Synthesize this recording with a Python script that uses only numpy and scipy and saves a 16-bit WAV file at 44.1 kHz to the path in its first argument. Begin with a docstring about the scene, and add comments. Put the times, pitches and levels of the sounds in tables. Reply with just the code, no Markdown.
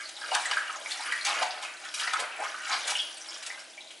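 """Leaves swished in a sink

A hand swishes leaves in a basin of water in a kitchen sink and lifts them out, dripping.
Strokes swell three clouds of ringing bubbles and a leafy crackle; splashes are bursts of dense droplets.
Large bubbles and drips plop as single rising rings; gulps are patter through gliding resonances.
Sink walls and hard kitchen echo the water, over dull basin knocks and a faint steady drone."""
import sys
import numpy as np
from scipy import signal
from scipy.fft import rfft, irfft
from scipy.io import wavfile
from scipy.ndimage import uniform_filter1d

SR = 44100
rng = np.random.default_rng(int(sys.argv[2]) if len(sys.argv) > 2 else 0)


def transcribe(u):
    """Save the signal u as a 16-bit wav file named by the first command-line argument.

    u: samples, shape (n,) or (channels, n), limited to [-1, 1]; the rate is SR.
    q: integer samples, one column per channel.
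    """
    v = np.clip(np.atleast_2d(u).T, -1, 1)
    q = np.round(v * 32767).astype(np.int16)
    wavfile.write(sys.argv[1], SR, q)


N = 176400  # samples, 4 s

# tone of the kitchen background, with its droning resonances: f/Hz, level/dB
AIR_TONE = [(20, -48), (60, -39), (140, -19.5), (240, -11), (330, 0), (480, -11), (550, -8), (630, 8.5),
            (700, -7), (790, -5.5), (1000, -17), (2500, -2), (5000, -9), (11000, -13.5)]
# soft knocks of the hand on the basin: t/s, level/dB
BASIN_KNOCKS = [(.085, -66), (1.44, -69), (3.46, -67)]
# decay time of the kitchen echo: f/Hz, t60/s
ROOM_DECAY = [(200, 0.62), (1000, 0.51), (2800, 0.63), (7000, 0.32), (11000, 0.54)]
# tone of the side signal: f/Hz, level/dB
SIDE_TONE = [(50, -9), (300, -9.5), (700, -10.5), (1400, -10), (2800, -8.5), (5500, -18.5), (10000, -26)]
# distinct echoes off the sink walls: delay/s, gain/ratio
WALL_ECHOES = [(.0031, 0.58), (.0055, 0.52), (.0094, 0.67), (.0137, .35)]
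# air pockets that shrink or open under the hand: start t/s, length/s, first f/Hz, last f/Hz, level/dB
AIR_POCKETS = [(0.681, 0.098, 1290, 1080, -44.5), (1.002, 0.1, 910, 2020, -48.5),
               (2.383, 0.088, 497, 1390, -38), (2.549, 0.16, 1370, 1450, -46)]
# single bubbles and drips: t/s, starting f/Hz, level/dB, ring t60/s
SINGLE_BUBBLES = [(.001, 1570, -24.5, 0.013), (.017, 2080, -29.5, 0.015), (.055, 4320, -26.5, 0.011),
                  (.166, 3630, -20.5, 0.0044), (.2165, 1560, -27.5, 0.018), (.239, 1485, -15.5, 0.007),
                  (.312, 2740, -25, 0.014), (.318, 770, -10.5, 0.023), (.336, 3650, -27, .011),
                  (.354, 1480, -8.5, 0.0079), (.360, 1026, -11.5, 0.015), (.455, 1835, -17.5, 0.016),
                  (.459, 7400, -14.5, 0.0028), (0.513, 2784, -19.5, 0.0085), (.513, 860, -26.5, 0.021),
                  (0.529, 1670, -16.5, 0.017), (0.5704, 1474, -10, 0.017), (0.579, 1644, -14.5, 0.024),
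                  (.617, 1290, -20.5, 0.0099), (0.678, 2740, -28, 0.0087), (0.696, 1200, -22, 0.015),
                  (.761, 6330, -22, 0.0036), (.808, 665, -40, 0.015), (.8595, 2130, -18.5, 0.008),
                  (.910, 3400, -21, 0.01), (0.918, 4130, -15, 0.0051), (.995, 860, -28, 0.033),
                  (1.025, 4800, -27.5, 0.0076), (1.051, 1770, -30, 0.0097), (1.06, 9350, -26, 0.0058),
                  (1.122, 1797, -11, 0.015), (1.189, 2200, -23, 0.0088), (1.212, 4100, -19.5, 0.0088),
                  (1.249, 6050, -18.5, 0.0064), (1.252, 4320, -17.5, 0.0066), (1.264, 2470, -9.5, 0.0046),
                  (1.397, 1150, -23, .012), (1.418, 743, -9, 0.025), (1.424, 858, -14, 0.02),
                  (1.508, 4540, -11.5, 0.002), (1.597, 756, -33, 0.011), (1.649, 2550, -22, 0.0097),
                  (1.945, 5600, -19, 0.0044), (2.073, 1840, -16, 0.0095), (2.135, 1367, -12.5, 0.017),
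                  (2.156, 1370, -22.5, 0.038), (2.195, 754, -12, 0.0053), (2.323, 2550, -25.5, 0.011),
                  (2.389, 584, -25, 0.033), (2.437, 5600, -28.5, .005), (2.457, 1180, -31.5, 0.03),
                  (2.469, 1830, -33.5, 0.013), (2.481, 5670, -30, 0.0082), (2.543, 1410, -22, .02),
                  (2.632, 2820, -33, 0.011), (2.674, 1400, -27.5, 0.032), (2.697, 1490, -24.5, .02),
                  (2.728, 4460, -21, 0.0083), (2.842, 3420, -19.5, .008), (2.851, 7800, -34, 0.0062),
                  (2.9535, 2800, -11.5, 0.009), (2.9916, 3160, -12.5, 0.0063), (3.001, 3080, -21, 0.0084),
                  (3.172, 8300, -28, 0.0042), (3.213, 5640, -27.5, 0.0051), (3.287, 5070, -25.5, 0.0092),
                  (3.343, 5200, -22, 0.0042), (3.501, 1930, -22.5, .011), (3.511, 2200, -31, .008),
                  (3.579, 1530, -33.5, 0.015), (3.594, 5130, -30, .006), (3.777, 2240, -29, 0.0099),
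                  (3.8075, 3620, -25.5, 0.0054), (3.874, 3840, -32.5, .007), (3.906, 3140, -25.5, 0.0044)]
# splashes: crest t/s, rise/s, fall/s, body level/dB, spray level/dB
SPLASH_EVENTS = [(.094, 0.0047, 0.0047, -52, -35.5), (0.348, 0.014, 0.0068, -28, -31),
                 (0.351, .0005, 0.00084, -32, -15), (0.419, 0.015, 0.0088, -47, -33.5),
                 (.463, 0.013, 0.0083, -48, -35), (.513, 0.0014, 0.0064, -26.5, -29.5),
                 (0.917, 0.018, 0.018, -69, -32.5), (1.124, 0.0027, 0.0081, -47, -35),
                 (1.251, 0.0011, 0.0083, -44, -24), (1.265, .002, .014, -35.5, -30),
                 (1.281, 0.0059, 0.045, -30.5, -44), (1.430, 0.0096, 0.0037, -25, -31.5),
                 (1.628, 0.0056, 0.027, -41, -36.5), (1.941, .001, 0.019, -65, -31),
                 (1.995, .002, 0.023, -41.5, -33), (2.079, 0.0031, 0.004, -26.5, -39),
                 (2.137, 0.0049, 0.0042, -27, -29), (2.202, 0.0065, .008, -35, -30),
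                 (2.731, 0.02, 0.026, -27.5, -38), (2.88, 0.0097, 0.01, -38.5, -27),
                 (2.907, 0.011, 0.014, -54, -27.5), (3.427, 0.0017, 0.011, -46, -35),
                 (3.466, 0.0035, 0.0084, -46, -30), (3.597, 0.0062, 0.018, -62, -42),
                 (3.909, .001, 0.012, -52, -43.5)]
# tone of a splash's low body: f/Hz, level/dB
BODY_TONE = [(30, -50), (150, -47), (300, -10.5), (500, -21.5), (700, 2), (1000, 4.5), (1600, -1.5),
             (2800, -4), (5000, -4), (11000, -44)]
# tone of a splash's bright spray: f/Hz, level/dB
SPRAY_TONE = [(30, -61), (500, -33), (1500, 0), (3000, 3.5), (5000, 0), (8000, -0.5), (11000, -6)]
# swells of the stirred water, before each cloud's gain: t/s, gurgle level/dB, babble level/dB, fizz level/dB
STROKE_LEVELS = [(0.0, -57.5, -43, -42.5), (0.14, -55, -63, -48.5), (0.22, -48.5, -47.5, -43),
                 (0.298, -45, -41, -41), (0.36, -46, -39, -38), (0.47, -44, -42.5, -43),
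                 (0.54, -47, -36.5, -36.5), (0.65, -49, -43, -48), (0.71, -51, -40, -43.5),
                 (0.78, -44, -51, -47), (0.88, -43, -50, -41), (0.94, -51, -43.5, -43),
                 (1.0, -44.5, -43.5, -40), (1.101, -50, -32.5, -42.5), (1.22, -58, -47.5, -41),
                 (1.29, -39, -35, -37.5), (1.4, -35.5, -32, -39.5), (1.48, -49, -42, -45),
                 (1.58, -44, -45, -46.5), (1.66, -52.5, -41.5, -50), (1.8, -53.5, -52.5, -49),
                 (1.86, -49, -40, -43.5), (1.93, -59, -53, -45.5), (2.01, -49, -33.5, -32.5),
                 (2.12, -50, -36.5, -43.5), (2.21, -30.5, -35, -41.5), (2.27, -46.5, -42.5, -53),
                 (2.37, -48.5, -42, -50), (2.45, -44.5, -35.5, -41), (2.53, -58, -46, -45),
                 (2.61, -51, -44, -46.5), (2.69, -80, -37, -35.5), (2.738, -43, -33.5, -39),
                 (2.83, -49.5, -48, -38.5), (2.909, -31.5, -34.5, -52), (2.97, -51, -58, -35),
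                 (3.08, -50.5, -56.5, -45.5), (3.25, -54.5, -51.5, -46.5), (3.35, -49.5, -48.5, -41.5),
                 (3.41, -58, -51, -48.5), (3.5, -47, -51, -44), (3.6, -54.5, -52, -55),
                 (3.72, -55.5, -72, -52), (4.0, -58.5, -78, -55)]
# bubble clouds, one per level column above:
# lowest f/Hz, highest f/Hz, rate/(bubbles per s), ring/cycles, size spread/dB, gain/dB
BUBBLE_CLOUDS = [(572, 1022, 300, 8.1, 3.5, -6), (1210, 2860, 1000, 11.1, 3, -1.5),
                 (2882, 9740, 800, 24, 5, -4)]
# tone of the crackling leaves: f/Hz, level/dB
RUSTLE_TONE = [(30, -60), (200, -50), (330, 3), (700, -18.5), (1500, 12.5), (3000, -5.5), (5000, 9),
               (8000, 3.5), (11000, 1)]

AIR_DB = -53
KNOCK_HZ, KNOCK_T60_S = 70, 0.04
STIR_S = 0.07  # the water keeps moving: its echo pattern changes this often
SINK_T60_S, ROOM_DELAY_S = 0.037, 0.012
SINK_DB, ROOM_DB, DIRECT_DB = -3.5, -5.5, -1.5
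GULP_STAGE_WIDTH_HZ = 360  # bandwidth of each of the two resonance stages
GULP_CLICKS_PER_S, GULP_SPREAD_DB = 500, 4
GLIDE = 0.24  # share by which a bubble's pitch rises as it dies
ONSET_CYCLES = 1.24  # time constant of a bubble's soft start
SPLASH_CLICKS_PER_S, SPLASH_SPREAD_DB = 7000, 4
RUSTLE_CLICKS_PER_S, RUSTLE_SPREAD_DB, RUSTLE_DB = 2500, 0.5, -6
PITCHES_PER_CLOUD = 18
WATER_LOW_HZ = 323  # small bubbles radiate little bass
BUBBLE_LOW_HZ = 560  # the largest bubbles that the basin holds
BALANCE_DB = 0.25  # left raised, right lowered by this much
EDGE_HZ = 11200


def amp(db):
    """Decibels to gain."""
    return 10 ** (np.asarray(db) / 20)


def unit(x):
    """Scales to rms 1."""
    return x / np.sqrt(np.mean(x ** 2) + 1e-20)


def decay(t, t60):
    """Exponential fade that falls by 60 dB in t60 seconds."""
    return np.exp(-np.log(1000) * t / t60)


def read(points, hz):
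    """Reads a table on a log-frequency axis."""
    f, value = np.transpose(points)
    return np.interp(np.log(hz + 1), np.log(f + 1), value)


def colour(x, tone):
    """Filters by a table of frequency and level."""
    hz = np.fft.rfftfreq(len(x), 1 / SR)
    return irfft(rfft(x) * amp(read(tone, hz)), len(x))


def highpass(x, hz, order):
    """Removes the bass."""
    return signal.sosfilt(signal.butter(order, hz, "highpass", fs=SR, output="sos"), x)


def add(mix, s, sound):
    """Mixes a sound in at a time in seconds."""
    part = mix[max(round(s * SR), 0):][:len(sound)]
    part += sound[:len(part)]


def clicks(rate, spread_db):
    """Random impulses of either sign, mostly small, a few large."""
    size_db = spread_db * np.minimum(rng.exponential(1, N), 3.5)
    size = amp(size_db) * rng.choice([-1, 1], N)
    return size * (rng.random(N) < rate / SR)


def steadied(x):
    """Evens out the slow chance swells of a cloud, leaving its grain."""
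    power = abs(uniform_filter1d(x ** 2, size=2200))  # running mean over about 50 ms
    return x / np.sqrt(power + np.mean(x ** 2) / 20)


def air():
    """Steady noise of the kitchen, coloured with a few faint droning resonances."""
    return amp(AIR_DB) * unit(colour(rng.standard_normal(N), AIR_TONE))


def echo_pattern():
    """A quick flutter in the sink and the longer tail of the kitchen, as sparse decaying echoes."""
    t = np.arange(SR) / SR
    signs = rng.choice([-1., 1.], (2, SR))
    near, far = signs * (rng.random((2, SR)) < 3000 / SR)
    near = near * (t > .001) * decay(t, SINK_T60_S)
    # the kitchen tail fades at its own pace in each frequency band
    hz, s, bands = signal.stft(far * (t > ROOM_DELAY_S), SR, nperseg=256)
    faded = bands * decay(s, read(ROOM_DECAY, hz)[:, None])
    far = signal.istft(faded, SR, nperseg=256)[1][:SR]
    pattern = amp(SINK_DB) * unit(near) + amp(ROOM_DB) * unit(far)
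    return (pattern / np.sqrt(SR))[:SR // 2]


def echoes(x, count=4):
    """The sounding spot wanders about the basin, fading round a cycle of echo patterns."""
    place = np.arange(N) / SR / STIR_S
    out = np.zeros(N)
    for k in range(count):
        share = np.sin(np.pi / 2 * np.minimum((place + k) % count, 2))  # up, down, then silent
        out += signal.fftconvolve(x * share, echo_pattern())[:N]
    return out


def knocks():
    """Dull bumps of the basin: low sines that die quickly."""
    t, out = np.arange(0, KNOCK_T60_S, 1 / SR), np.zeros(N)
    bump = np.sin(2 * np.pi * KNOCK_HZ * t) * decay(t, KNOCK_T60_S)
    for s, db in BASIN_KNOCKS:
        add(out, s, amp(db) * bump)
    return out


def resonate(x, hz, width_hz):
    """A resonance that follows the curve hz: shift it to zero, smooth, shift back."""
    turn = np.exp(2j * np.pi * np.cumsum(hz) / SR)
    r = np.exp(-np.pi * width_hz / SR)
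    smooth = signal.lfilter([1 - r], [1, -r], x / turn)
    return 2 * (turn * smooth).real


def gulps():
    """Patter rings an air pocket whose pitch glides as its size changes."""
    out = np.zeros(N)
    for s, length, first_hz, last_hz, db in AIR_POCKETS:
        u = np.arange(0, 1, 1 / (length * SR))  # progress through the gulp
        hz = first_hz * (last_hz / first_hz) ** u
        ring = clicks(GULP_CLICKS_PER_S, GULP_SPREAD_DB)[:len(u)]
        for _ in range(2):
            ring = resonate(ring, hz, GULP_STAGE_WIDTH_HZ)
        swell = np.sqrt(abs(np.sin(np.pi * u)))
        add(out, s, amp(db) * swell * unit(ring))
    return out


def bubble(hz, t60):
    """A damped ring whose pitch rises as the bubble nears the surface."""
    t = np.arange(0, t60, 1 / SR)
    turns = hz * (t + GLIDE * t ** 2 / (2 * t60))
    onset = 1 - np.exp(-turns / ONSET_CYCLES)
    return np.sin(2 * np.pi * turns) * decay(t, t60) * onset


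def plops():
    """Single bubbles, each thrown back by the near walls of the sink."""
    out = np.zeros(N)
    for s, hz, db, t60 in SINGLE_BUBBLES:
        ring = amp(db) * bubble(hz, t60)
        add(out, s, ring)
        for delay, gain in WALL_ECHOES:
            add(out, s + delay, gain * ring)
    return out


def splashes():
    """Water slaps down: a swell of dense droplets with a low body and a bright spray."""
    t, body, spray = np.arange(N) / SR, np.zeros(N), np.zeros(N)
    for s, rise, fall, body_db, spray_db in SPLASH_EVENTS:
        shape = np.exp(-abs(t - s) / np.where(t < s, rise, fall))
        body += amp(body_db) * shape
        spray += amp(spray_db) * shape
    out = np.zeros(N)
    for level, tone in [(body, BODY_TONE), (spray, SPRAY_TONE)]:
        droplets = clicks(SPLASH_CLICKS_PER_S, SPLASH_SPREAD_DB)
        out += level * unit(colour(droplets, tone))
    return out


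def rustle():
    """Crackle of the wet leaves: dense clicks, coloured and evened out."""
    crackle = clicks(RUSTLE_CLICKS_PER_S, RUSTLE_SPREAD_DB)
    return amp(RUSTLE_DB) * steadied(colour(crackle, RUSTLE_TONE))


def bubble_cloud(low_hz, high_hz, rate, cycles, spread_db):
    """Many bubbles at random moments; smaller ones ring higher and die sooner."""
    cloud = np.zeros(N)
    for hz in np.geomspace(low_hz, high_hz, PITCHES_PER_CLOUD):
        starts = clicks(rate / PITCHES_PER_CLOUD, spread_db)
        cloud += signal.oaconvolve(starts, bubble(hz, cycles / hz))[:N]
    return steadied(cloud)


def slosh():
    """Three clouds of bubbles swell with the strokes; wet leaves crackle along with the finest."""
    s, *levels = np.transpose(STROKE_LEVELS)
    t = np.arange(N) / SR
    swells = [amp(np.interp(t, s, level)) for level in levels]
    out = swells[-1] * rustle()
    for swell, (*cloud_settings, db) in zip(swells, BUBBLE_CLOUDS):
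        out += swell * amp(db) * bubble_cloud(*cloud_settings)
    return out


def scene():
    """The water is straight ahead; its echoes and the room's air spread to the sides."""
    stirred = highpass(slosh() + splashes() + gulps(), WATER_LOW_HZ, order=2)
    water = stirred + highpass(plops(), BUBBLE_LOW_HZ, order=3)
    mid = amp(DIRECT_DB) * water + echoes(water) + air() + knocks()
    side = colour(echoes(water) + air(), SIDE_TONE)
    left, right = mid + side, mid - side
    return np.array([left * amp(BALANCE_DB), right * amp(-BALANCE_DB)])


def record(dry):
    """The recorder's band limit: a steep low-pass."""
    lowpass = signal.firwin(511, EDGE_HZ, window=("kaiser", 9), fs=SR)
    return signal.oaconvolve(dry, lowpass[None], "same")


dry = scene()
out = record(dry)
transcribe(out)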